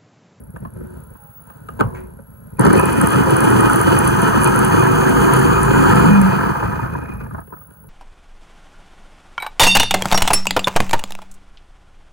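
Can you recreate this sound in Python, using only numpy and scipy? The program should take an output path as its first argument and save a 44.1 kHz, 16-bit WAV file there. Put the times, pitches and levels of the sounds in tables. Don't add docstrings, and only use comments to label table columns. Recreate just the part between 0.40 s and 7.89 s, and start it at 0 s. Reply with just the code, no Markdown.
import sys
import numpy as np
from scipy import signal
from scipy.fft import rfft, irfft, next_fast_len
from scipy.io import wavfile
from scipy.ndimage import uniform_filter1d, minimum_filter1d

SR = 44100
rng = np.random.default_rng(int(sys.argv[2]) if len(sys.argv) > 2 else 0)


def wav_record(signal):
    frames = np.transpose(np.atleast_2d(signal))
    bounded = np.clip(frames, -1, 1)
    quanta = np.round(bounded * 32767).astype(np.int16)
    wavfile.write(sys.argv[1], SR, quanta)


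def amplitude_ratio(level_db):
    exponent = np.asarray(level_db, float) / 20
    return 10 ** exponent


N = 330309

ON_S, OFF_S, STOP_S = 2.19, 5.66, 7.03
FULL_SPEED = 370
TURNS_PER_PASS = 7.2
TABLE_BOOM_S, SCUFF_S = 1.42, 1.545


def rms_one(x):
    return x / np.sqrt(np.mean(x ** 2) + 1e-20)


def in_time(rows, outside=None):
    s, *columns = np.transpose(rows)
    time = np.arange(N) / SR
    return [np.interp(time, s, column, outside, outside) for column in columns]


def drift(rate):
    r = np.exp(-80 * np.pi * rate / SR)
    slow = signal.lfilter([1], [1, -2 * r, r * r], rng.standard_normal(N // 40 + 2002))[2000:]
    return np.interp(np.arange(N) / 40, np.arange(len(slow)), rms_one(slow))


def band(x, order, low_hz, high_hz):
    return signal.sosfilt(signal.butter(order, [low_hz, high_hz], "band", fs=SR, output="sos"), x)


def dying(start_s, db, t60, rise_s):
    after = np.maximum(np.arange(N) / SR - start_s, 0)
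    return amplitude_ratio(db - 60 * after / t60) * (1 - np.exp(-after / rise_s))


def resonate(x, hz, width_hz):
    r = np.exp(-np.pi * width_hz / SR)
    poles = [1, -2 * r * np.cos(2 * np.pi * hz / SR), r * r]
    return signal.lfilter([(1 - r * r) / 2, 0, (r * r - 1) / 2], poles, x + 1e-18)


def body(x, low_hz, high_hz):
    # f/Hz, width/Hz, level/dB
    modes = [(76, 20, -6), (108.6, 27, -1.5), (136.2, 27.5, 2.5), (196.8, 44, 2), (295.4, 80.7, 6),
             (365.7, 94, 5), (483.5, 103.4, -4.5), (565, 19, -12), (633.4, 70, -15), (788, 207, -8),
             (950, 130, -5), (1130, 85, -4.5), (1242, 112, -8), (1556, 190, -10.5), (1740, 183, -14.5),
             (1890, 950, -44), (2459, 42, 13), (2930, 304, -13), (3170, 246, -11.5), (4416, 520, -27.5),
             (4820, 93, -36), (5790, 270, -27), (6600, 1600, -29.5), (8240, 420, -17.5), (9980, 440, -22.5),
             (11050, 230, -20), (11700, 6000, -30), (14200, 3000, -37), (15760, 330, -30)]
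    out = 0
    for k, (hz, width_hz, db) in enumerate(modes):
        if low_hz < hz < high_hz:
            out = out + (-1) ** k * amplitude_ratio(db) * resonate(x, hz, width_hz)
    return out


def gripped(x):
    sway_s, changes_per_s = .0008, 3.5
    heard_at = np.arange(N) + sway_s * SR * drift(changes_per_s)
    return rms_one(np.interp(heard_at, np.arange(N), x))


def grains(per_s, spread_db):
    sizes = amplitude_ratio(spread_db * np.minimum(rng.exponential(1, N), 4)) * rng.choice([-1, 1], N)
    return rms_one(sizes * (rng.random(N) < per_s / SR))


def bursts(rows, decay_s, sharp, rise_s=0.0026):
    clicks = np.zeros(N)
    clicks[[round(s * SR) for s, db in rows]] = amplitude_ratio(np.array(rows)[:, 1])
    fall, rise = np.exp(-1 / (decay_s * SR)), np.exp(-1 / (rise_s * SR))
    puff = signal.lfilter([1 - rise], np.convolve([1, -fall], [1, -rise]), clicks + 1e-18)
    return sharp * clicks + puff * rng.standard_normal(N)


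def wavering(cycles, wander, sway_db, rate=8):
    sine = np.sqrt(2) * np.sin(2 * np.pi * cycles + wander * drift(rate))
    return sine * amplitude_ratio(sway_db * drift(4.4))


def motor(speed, turns):
    # t/s, table rumble level/dB, gear rattle level/dB
    run_levels = [(2.17, -53, -56), (2.205, -12, -13), (2.27, -19, -18.5), (2.6, -16, -20.5),
                  (2.72, -18.5, -20), (3.09, -17, -18), (3.3, -22, -18), (3.84, -17.5, -18.5),
                  (4.41, -21.5, -18.5), (5.0, -18.5, -17), (5.22, -22.5, -20), (5.52, -15, -16),
                  (5.82, -16, -21), (6.03, -21.5, -20), (6.5, -31.5, -29), (6.68, -41, -36),
                  (7.0, -42, -48), (7.04, -73, -89)]
    # level/dB at full run, share of the rattle's swing,
    # level change/dB per s as the food gets finer, level change/dB per doubling of speed
    thump_rule, blade_ring_rule = (-18.5, 0.92, -2.07, 1), (-36.5, -0.66, -0.5, 15)
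    gear_grind_rule, whirr_rule = (-34, 1.06, -1.5, 7), (-43, 0.9, -0.96, 9)
    air_hiss_rule, sizzle_rule = (-36.5, 0.72, -2.5, 12.5), (-44, 0.8, -0.5, 1)
    full_rattle_db, mid_run_s = -20, 4
    quiet_speed, ringing_speed = 105, 128
    fling_speed, fling_loss_db = 215, 16

    rumble_db, rattle_db = in_time(run_levels, outside=-120)
    mincing_s = np.clip(np.arange(N) / SR, ON_S, OFF_S) - mid_run_s
    running = rattle_db > -100

    def gain(db, follows, db_per_s, db_per_octave):
        level_db = db + follows * (rattle_db - full_rattle_db) + db_per_s * mincing_s
        return running * amplitude_ratio(level_db + db_per_octave * np.log2(speed / FULL_SPEED))

    passes = np.cos(2 * np.pi * turns / TURNS_PER_PASS + 3.1 * drift(5.5))
    passes = passes * 6.5 * np.clip(1 - speed / FULL_SPEED, 0, 1)
    lumps = drift(20.4) * (1.2 - 0.2 * mincing_s)
    busy = speed + 150

    thump = grains(2.5 * busy, spread_db=3.5) * amplitude_ratio(2.0 * passes + 2.0 * lumps)
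    rattle = grains(7.0 * busy, spread_db=2.0) * amplitude_ratio(1.17 * passes + 0.4 * lumps + 0.6 * drift(91))
    whirr = grains(18 * busy, spread_db=4.5) * amplitude_ratio(0.3 * passes + 2.0 * lumps)
    hiss = grains(30 * busy, spread_db=4.5) * amplitude_ratio(1.1 * lumps + 2.0 * drift(70))

    out = amplitude_ratio(rumble_db) * rms_one(body(thump, low_hz=0, high_hz=240))
    out += gain(*thump_rule) * amplitude_ratio(1.0 * drift(2.0)) * gripped(body(thump, low_hz=240, high_hz=600))

    ringing = gain(*blade_ring_rule) * np.clip((speed - quiet_speed) / (ringing_speed - quiet_speed), 0, 1) ** 2
    ringing = ringing * amplitude_ratio(1.3 * drift(5.3) + 0.72 * passes)
    ring_up = resonate(resonate(whirr, hz=2496, width_hz=66), hz=2496, width_hz=3 * 66)
    out += dying(2.365, db=-24, t60=0.9, rise_s=0.017) * rms_one(ring_up)
    out += ringing * rms_one(body(whirr, low_hz=2200, high_hz=2620))

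    low_rattle = gripped(body(rattle, low_hz=600, high_hz=1200))
    high_rattle = gripped(body(rattle, low_hz=1200, high_hz=2200))
    out += amplitude_ratio(rattle_db) * (low_rattle + amplitude_ratio(-1.7) * high_rattle) / np.sqrt(2)
    out += gain(*gear_grind_rule) * rms_one(body(whirr, low_hz=2620, high_hz=3600))

    flung = amplitude_ratio(fling_loss_db * np.log2(np.minimum(speed / fling_speed, 1)))
    out += flung * gain(*whirr_rule) * rms_one(body(whirr, low_hz=3600, high_hz=5200))
    air = rms_one(body(hiss, low_hz=5200, high_hz=13500))
    out += flung * gain(*air_hiss_rule) * amplitude_ratio(0.49 * drift(3.8)) * air
    sizzle = body(grains(40 * busy, spread_db=-3.0), low_hz=13500, high_hz=SR)
    out += flung * gain(*sizzle_rule) * rms_one(sizzle)
    return out


def rotor_tones(speed, turns):
    # t/s, level/dB
    whine_levels = [(2.22, -65), (2.3, -47), (2.34, -38), (2.37, -39), (2.42, -58), (3.2, -56), (3.6, -50),
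                    (3.9, -45), (4.8, -42), (5.66, -43), (5.76, -49), (5.9, -70)]
    # t/s, 3rd level/dB, 4th level/dB
    upper_levels = [(4.15, -70, -68), (4.4, -58, -53), (4.65, -50, -55), (4.95, -51, -62), (5.3, -57, -70),
                    (5.62, -56, -70), (5.7, -75, -75)]
    multiples = [1, 2, 2.5, 3, 4, 5, 5.37, 6, 6.4, 9]
    multiple_levels = [-8.5, -4, -0.7, -4.5, -3.4, -1, -8, 2.5, -5, -9.5]
    mount_hz, mount_q = 340, 5
    teeth, whine_order = 10, 17.4
    teeth_rise_s = .14

    time = np.arange(N) / SR
    turning = (time > ON_S) & (time < STOP_S)
    coasting = np.clip((time - OFF_S) / .12, 0, 1)
    ratio = speed / mount_hz
    shake = ratio ** 4 / np.abs(1 - ratio ** 2 + 1j * ratio / mount_q)
    out = shake * amplitude_ratio(-35 - 20 * coasting) * wavering(turns, wander=.35, sway_db=1.8)

    teeth_db = np.maximum(-45 - 8 * (time - ON_S - teeth_rise_s), -56)
    teeth_db = teeth_db - 28 * np.maximum(time - OFF_S, 0)
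    teeth_db = teeth_db + (1 - coasting) * 9 / (1 + ((teeth * speed - 3210) / 60) ** 2)
    bite = np.clip((time - ON_S) / teeth_rise_s, 0, 1) ** 2
    out += bite * amplitude_ratio(teeth_db) * wavering(teeth * turns, wander=1.5, sway_db=3, rate=40)
    for harmonic, db in zip((3, 4), in_time(upper_levels, outside=-120)):
        out += amplitude_ratio(db) * wavering(harmonic * teeth * turns, wander=1.2, sway_db=2, rate=40)

    whine_db, = in_time(whine_levels, outside=-120)
    passes = turns / TURNS_PER_PASS
    flutter = 2.0 * np.sin(2 * np.pi * passes) / (2 * np.pi)
    out += amplitude_ratio(whine_db) * wavering(whine_order * turns + flutter, wander=1.7, sway_db=1.5, rate=80)

    orders_db = -27 + .14 * (speed - FULL_SPEED) - 3 * coasting
    for multiple, db in zip(multiples, multiple_levels):
        out += amplitude_ratio(orders_db + db) * wavering(multiple * passes, wander=.4, sway_db=3.5)
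    return turning * out


def shudder():
    # t/s, f/Hz, level/dB
    sag = [(5.6, 218, -32), (5.655, 214, -11), (5.74, 200, -10), (5.85, 191, -10), (5.885, 189, -14),
           (5.91, 188, -24), (5.97, 186, -24), (6.02, 185, -40)]
    hz, db = in_time(sag)
    inside, = in_time([(sag[0][0], 1), (sag[-1][0], 1)], outside=0)
    return inside * amplitude_ratio(db) * wavering(np.cumsum(hz) / SR, wander=.2, sway_db=.8)


def ticks():
    # t/s, level/dB
    loudest = [(2.2717, -9.5), (2.3295, -10), (2.3789, -13), (2.396, -9), (2.4123, -13), (2.581, -17),
               (2.6129, -12), (2.685, -16), (2.7047, -9.5), (2.9057, -12), (2.9661, -8), (3.1023, -9.5),
               (3.207, -9), (3.2968, -12), (3.3587, -8), (3.4126, -7.5), (3.5887, -5), (3.676, -5.5),
               (3.8182, -7.5), (4.0342, -6), (4.0436, -1), (4.1604, -10), (4.1903, -5.5), (4.2472, -3.5),
               (4.8024, -17), (5.2314, -7), (5.8151, -9)]
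    thinning_s = 1.4
    when, size = rng.random((80, 2)).T
    share = 1 - np.exp(-(OFF_S - ON_S) / thinning_s)
    small_s = ON_S - thinning_s * np.log(1 - share * when)
    small = np.c_[small_s, -23 + 17 * (2 * size - 1)]
    hits = bursts(np.r_[loudest, small], decay_s=0.00053, sharp=1.06, rise_s=0.0012)
    rung = amplitude_ratio(31.5) * body(hits, low_hz=4000, high_hz=SR)
    return band(rung, 2, low_hz=8000, high_hz=12600) + amplitude_ratio(-8) * rung


def knocks():
    # t/s, level/dB, low push level/dB and brightness level/dB
    # (both against the knock), ring f/Hz, ring decay/s
    handling = [(0.162, -27, -5, -37, 1165, 0.0022), (0.251, -27.5, -0.5, -41, 1090, 0.0048),
                (0.363, -39, -12, -42, 600, 0.0036), (0.409, -39.5, 8, -44, 1260, 0.0033),
                (0.753, -39, -5, -40, 1060, 0.0038), (1.1, -32.5, -12, -36, 990, 0.00097),
                (1.287, -25.5, -4, -30.5, 1234, 0.0052), (1.392, -23.5, 4, -35, 870, 0.0029),
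                (1.4, -14, 2.5, -33, 1000, 0.0012), (1.408, -6, -4, -33.5, 1334, 0.0023),
                (1.4181, -23, 7, -51, 1090, 0.0044), (1.789, -41.5, 7, -48, 555, .008),
                (7.075, -46, 9, -29, 1100, .003), (7.104, -43, 3, -44, 1050, .004),
                (7.124, -30, -3, -51, 980, 0.0042), (7.135, -30.5, -7, -58, 1293, 0.0028),
                (7.17, -35.5, -12, -50, 1200, 0.0025), (7.214, -37, -12, -38, 1190, 0.0036),
                (7.285, -48, -2, -40, 1010, 0.0038), (7.308, -47, 6, -27, 1440, 0.003),
                (7.44, -47, 9, -33, 930, 0.0045)]
    # t/s, level/dB, ring f/Hz
    lump_hits = [(2.192, -15.5, 960), (2.235, -17, 1630), (2.271, -4.5, 1490), (2.331, -15, 950),
                 (2.396, -8.5, 960), (2.612, -13.5, 1280), (3.02, -13, 1290), (3.232, -10, 950),
                 (3.298, -6.5, 1340), (3.923, -12, 950), (4.075, -11, 950), (4.197, -17, 1260),
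                 (4.448, -11, 1290), (4.93, -15, 950), (5.28, -10.5, 1290), (5.365, -12, 950),
                 (5.454, -14, 1400), (5.756, -13, 1370), (5.857, -19, 1270), (6.034, -14, 950),
                 (6.227, -11, 934), (6.293, -24, 1250), (6.333, -16, 1090), (6.392, -17.5, 950),
                 (6.552, -16, 940), (6.629, -28, 960), (6.808, -30, 1500), (6.863, -28, 870),
                 (6.909, -30, 1230), (6.947, -21.5, 1120), (6.964, -42, 1170), (6.981, -29, 1260),
                 (6.988, -28, 1100), (7.014, -34, 1220)]
    lumps = [(s, db, -10, -45 - 2 * (s - ON_S), hz, 0.0024) for s, db, hz in lump_hits]
    s, db, low, bright, ring_hz, ring_s = np.transpose(handling + lumps)

    push = bursts(np.c_[s, db + low], decay_s=0.0036, sharp=4.9, rise_s=0.00079)
    out = amplitude_ratio(21.5) * body(push, low_hz=0, high_hz=600)
    middle = bursts(np.c_[s, db], decay_s=0.0032, sharp=3.8, rise_s=0.0012)
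    out += amplitude_ratio(22.5) * body(middle, low_hz=600, high_hz=2200)
    out += amplitude_ratio(18.0) * resonate(bursts(np.c_[s, db], decay_s=0.0019, sharp=1.4), hz=640, width_hz=70)
    out = signal.sosfilt(signal.butter(4, 3000, fs=SR, output="sos"), out)

    crack = bursts(np.c_[s, db + bright], decay_s=0.0012, sharp=2.0, rise_s=0.0008)
    out += amplitude_ratio(47) * body(crack, low_hz=2620, high_hz=13500)
    out += amplitude_ratio(44.0) * resonate(crack, hz=2900, width_hz=310)

    after = np.arange(SR // 12) / SR
    for start, level_db, hz, decay_s in zip(s, db, ring_hz, ring_s):
        ring = np.sin(2 * np.pi * hz * after) * np.exp(-after / decay_s) * (1 - np.exp(-after / 0.0014))
        at = round(start * SR)
        out[at:at + len(ring)] += amplitude_ratio(level_db + 7.5) * ring[:N - at]
    return out


def lid_rattle():
    slips = grains(700, spread_db=-0.5)
    rung = rms_one(body(slips, low_hz=450, high_hz=1200))
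    rung = rung + amplitude_ratio(-15) * rms_one(body(slips, low_hz=1200, high_hz=2200))
    return dying(TABLE_BOOM_S, db=-31, t60=0.73, rise_s=.004) * rung


def singing():
    # t/s, length/s, f/Hz, level/dB
    rubs = [(0.383, 0.16, 368.5, -38.5), (.8, 0.045, 827, -51), (0.838, 0.061, 557, -66),
            (1.522, 0.091, 374, -36)]
    rise_db_s, fall_db_s, sag_hz_s = 302, 137, 45
    out = 0
    for start, length, hz, db in rubs:
        after = np.arange(N) / SR - start
        level_db = db - rise_db_s * np.maximum(-after, 0) - fall_db_s * np.maximum(after - length, 0)
        cycles = hz * after - sag_hz_s * after ** 2 / 2
        out = out + amplitude_ratio(level_db) * wavering(cycles, wander=.25, sway_db=1.5)
    return out


def scuff():
    slips = grains(4000, spread_db=2.0)
    low, high = band(slips, 2, 1300, 2600), band(slips, 2, 3000, 7200)
    out = dying(SCUFF_S, db=-40, t60=0.29, rise_s=0.003) * rms_one(low)
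    return out + dying(SCUFF_S, db=-55, t60=0.13, rise_s=.001) * rms_one(high)


def rumble_and_shuffle():
    # t/s, rumble level/dB, shuffle level/dB
    levels = [(0, -37.5, -60), (.54, -36, -50), (.85, -45.5, -54.5), (1.06, -48.5, -54), (1.35, -37, -48),
              (1.85, -41.5, -55.5), (2.1, -40.5, -53), (5.9, -28.5, -55), (6.4, -26, -57),
              (6.98, -33, -50.5), (7.04, -44, -57), (7.2, -44.5, -56), (7.3, -51.5, -54),
              (7.49, -45.5, -58)]
    # f/Hz, level/dB per Hz
    colour = [(150, -44), (250, -57), (318, -54), (423, -4), (736, -4), (921, -3), (1510, -4.5),
              (2100, -30), (2750, -18.5), (3770, -19.5), (5330, -34), (9000, -23), (11700, -66),
              (19800, -120)]
    rumble_db, shuffle_db = in_time(levels)
    rumble_gain = amplitude_ratio(rumble_db) + dying(TABLE_BOOM_S, db=-21, t60=0.47, rise_s=0.0066)
    shuffle_gain = amplitude_ratio(shuffle_db) + dying(SCUFF_S, db=-36, t60=0.23, rise_s=0.006)
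    shuffle_gain = shuffle_gain + dying(TABLE_BOOM_S, db=-53, t60=0.26, rise_s=.01)

    rumble = band(rng.standard_normal(N), 2, low_hz=46, high_hz=200)
    hz = np.maximum(np.fft.rfftfreq(N, 1 / SR), 1)
    point_hz, point_db = np.transpose(colour)
    weight = amplitude_ratio(np.interp(np.log(hz), np.log(point_hz), point_db))
    shuffle = irfft(rfft(rng.standard_normal(N)) * weight, N)
    out = rumble_gain * amplitude_ratio(3.2 * drift(27)) * rms_one(rumble)
    return out + shuffle_gain * amplitude_ratio(1.5 * drift(5.5)) * rms_one(shuffle)


def treble_buzz():
    # f/Hz, level/dB against the buzz
    tones = [(10061, -17), (11278, -10), (11563, -5)]
    time = np.arange(N) / SR
    s = np.arange(.0045, N / SR - .01, 1 / 120)
    spark_db = np.resize([0, -20, -11, -20], len(s)) + np.resize([2, 6, 6, 4], len(s)) * rng.standard_normal(len(s))
    sparks = bursts(np.c_[s, spark_db], decay_s=.001, sharp=5) + .03 * rng.standard_normal(N)
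    sparks = band(sparks, 6, low_hz=8700, high_hz=12400)
    buzz = rms_one(body(sparks, low_hz=9000, high_hz=13000))
    for tone_hz, db in tones:
        buzz += amplitude_ratio(db) * wavering(tone_hz * time, wander=.7, sway_db=2, rate=30)
    return amplitude_ratio(-57.5) * buzz


def whistle():
    # t/s, level/dB
    levels = [(0, -59), (.55, -59), (.85, -48), (1.3, -53), (1.7, -64), (2.1, -61), (7.0, -67), (7.15, -46),
              (7.49, -53)]
    whistle_db, = in_time(levels)
    return amplitude_ratio(whistle_db) * wavering(15624 * np.arange(N) / SR, wander=.3, sway_db=-5.5)


def kitchen(x):
    t60_s, wall_cut_hz = 0.16, 4100
    size = next_fast_len(N + SR)
    hz = np.fft.rfftfreq(size, 1 / SR)
    spectrum, out = rfft(x, size), np.zeros((2, len(hz)), complex)
    for k, lag in enumerate(rng.uniform(.006, .03, 24)):
        loop = amplitude_ratio(-60 * lag / t60_s) / (1 + 1j * hz / wall_cut_hz) * np.exp(-2j * np.pi * hz * lag)
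        out[k % 2] += loop / (1 - loop) * (-1) ** (k // 2)
    out *= 1 / (1 + (520 / (hz + 1)) ** 4) + 1.05 / (1 + (hz / 110) ** 4)
    return irfft(out * spectrum, size)[:, :N]


def stereo_widener(x, difference):
    # f/Hz, phase by which left leads/rad
    phase_lead = [(0, -.5), (80, .2), (150, .7), (300, 3.0), (400, 4.3), (500, 5.7), (560, 7.4), (750, 9.4),
                  (1300, 18.6), (1600, 18.6), (2400, 17.6), (2800, 15.7), (3200, 15.2), (3800, 12.6),
                  (4800, 13.0), (5000, 15.7), (5400, 15.7), (6300, 18.7), (7000, 19.2), (7500, 16.9),
                  (8200, 16.3), (8700, 15.0), (10500, 13.0), (11500, 12.3), (13100, 9.6), (13800, 9.2),
                  (15600, 6.3)]
    size = next_fast_len(N + SR // 4)
    lead = np.interp(np.fft.rfftfreq(size, 1 / SR), *np.transpose(phase_lead))
    difference = difference - 0.65 * resonate(difference, hz=203, width_hz=256)
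    signs = np.array([[1], [-1]])
    return irfft(rfft(x + difference * signs, size) * np.exp(.5j * lead * signs), size)[:, :N]


def scene():
    # t/s, speed/turns per s
    rotor_speed = [(2.19, 120), (2.27, 205), (2.33, 240), (2.4, 270), (2.6, 312), (2.8, 327), (3.0, 335),
                   (3.6, 353), (4.2, 372), (4.8, 382), (5.3, 392), (5.64, 401), (5.8, 355), (6.1, 270),
                   (6.6, 170), (7.03, 90)]
    speed, = in_time(rotor_speed)
    turns = np.cumsum(speed) / SR
    steady = motor(speed, turns) + rotor_tones(speed, turns) + shudder() + ticks()
    steady = steady + lid_rattle() + singing() + scuff()
    steady = steady + rumble_and_shuffle() + treble_buzz() + whistle()
    blows = knocks()
    difference = amplitude_ratio(-12.5) * motor(speed, turns)
    direct = stereo_widener(steady + blows, difference) * amplitude_ratio([[-.2], [.2]])
    return direct + amplitude_ratio(-13.5) * kitchen(steady + amplitude_ratio(-3.5) * blows)


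def limiter(x, top, release_db_s):
    over_db = np.maximum(20 * np.log10(np.abs(x).max(axis=0) / top + 1e-9), 0)
    ramp = release_db_s * np.arange(N) / SR
    held_db = np.maximum.accumulate(over_db + ramp) - ramp
    return x * amplitude_ratio(uniform_filter1d(minimum_filter1d(-held_db, size=45), size=45))


def low_pass(x):
    return signal.sosfilt(signal.butter(12, 16730, fs=SR, output="sos"), x)


def record(dry):
    cut = signal.sosfilt(signal.butter(4, 48, "high", fs=SR, output="sos"), dry)
    cut = signal.sosfilt(signal.cheby2(12, 50, 16270, fs=SR, output="sos"), cut)
    cut = cut - 0.76 * resonate(cut, hz=3595, width_hz=1870)
    mix = limiter(cut, top=.99, release_db_s=500)
    return low_pass(mix)


dry = scene()
out = record(dry)
wav_record(out)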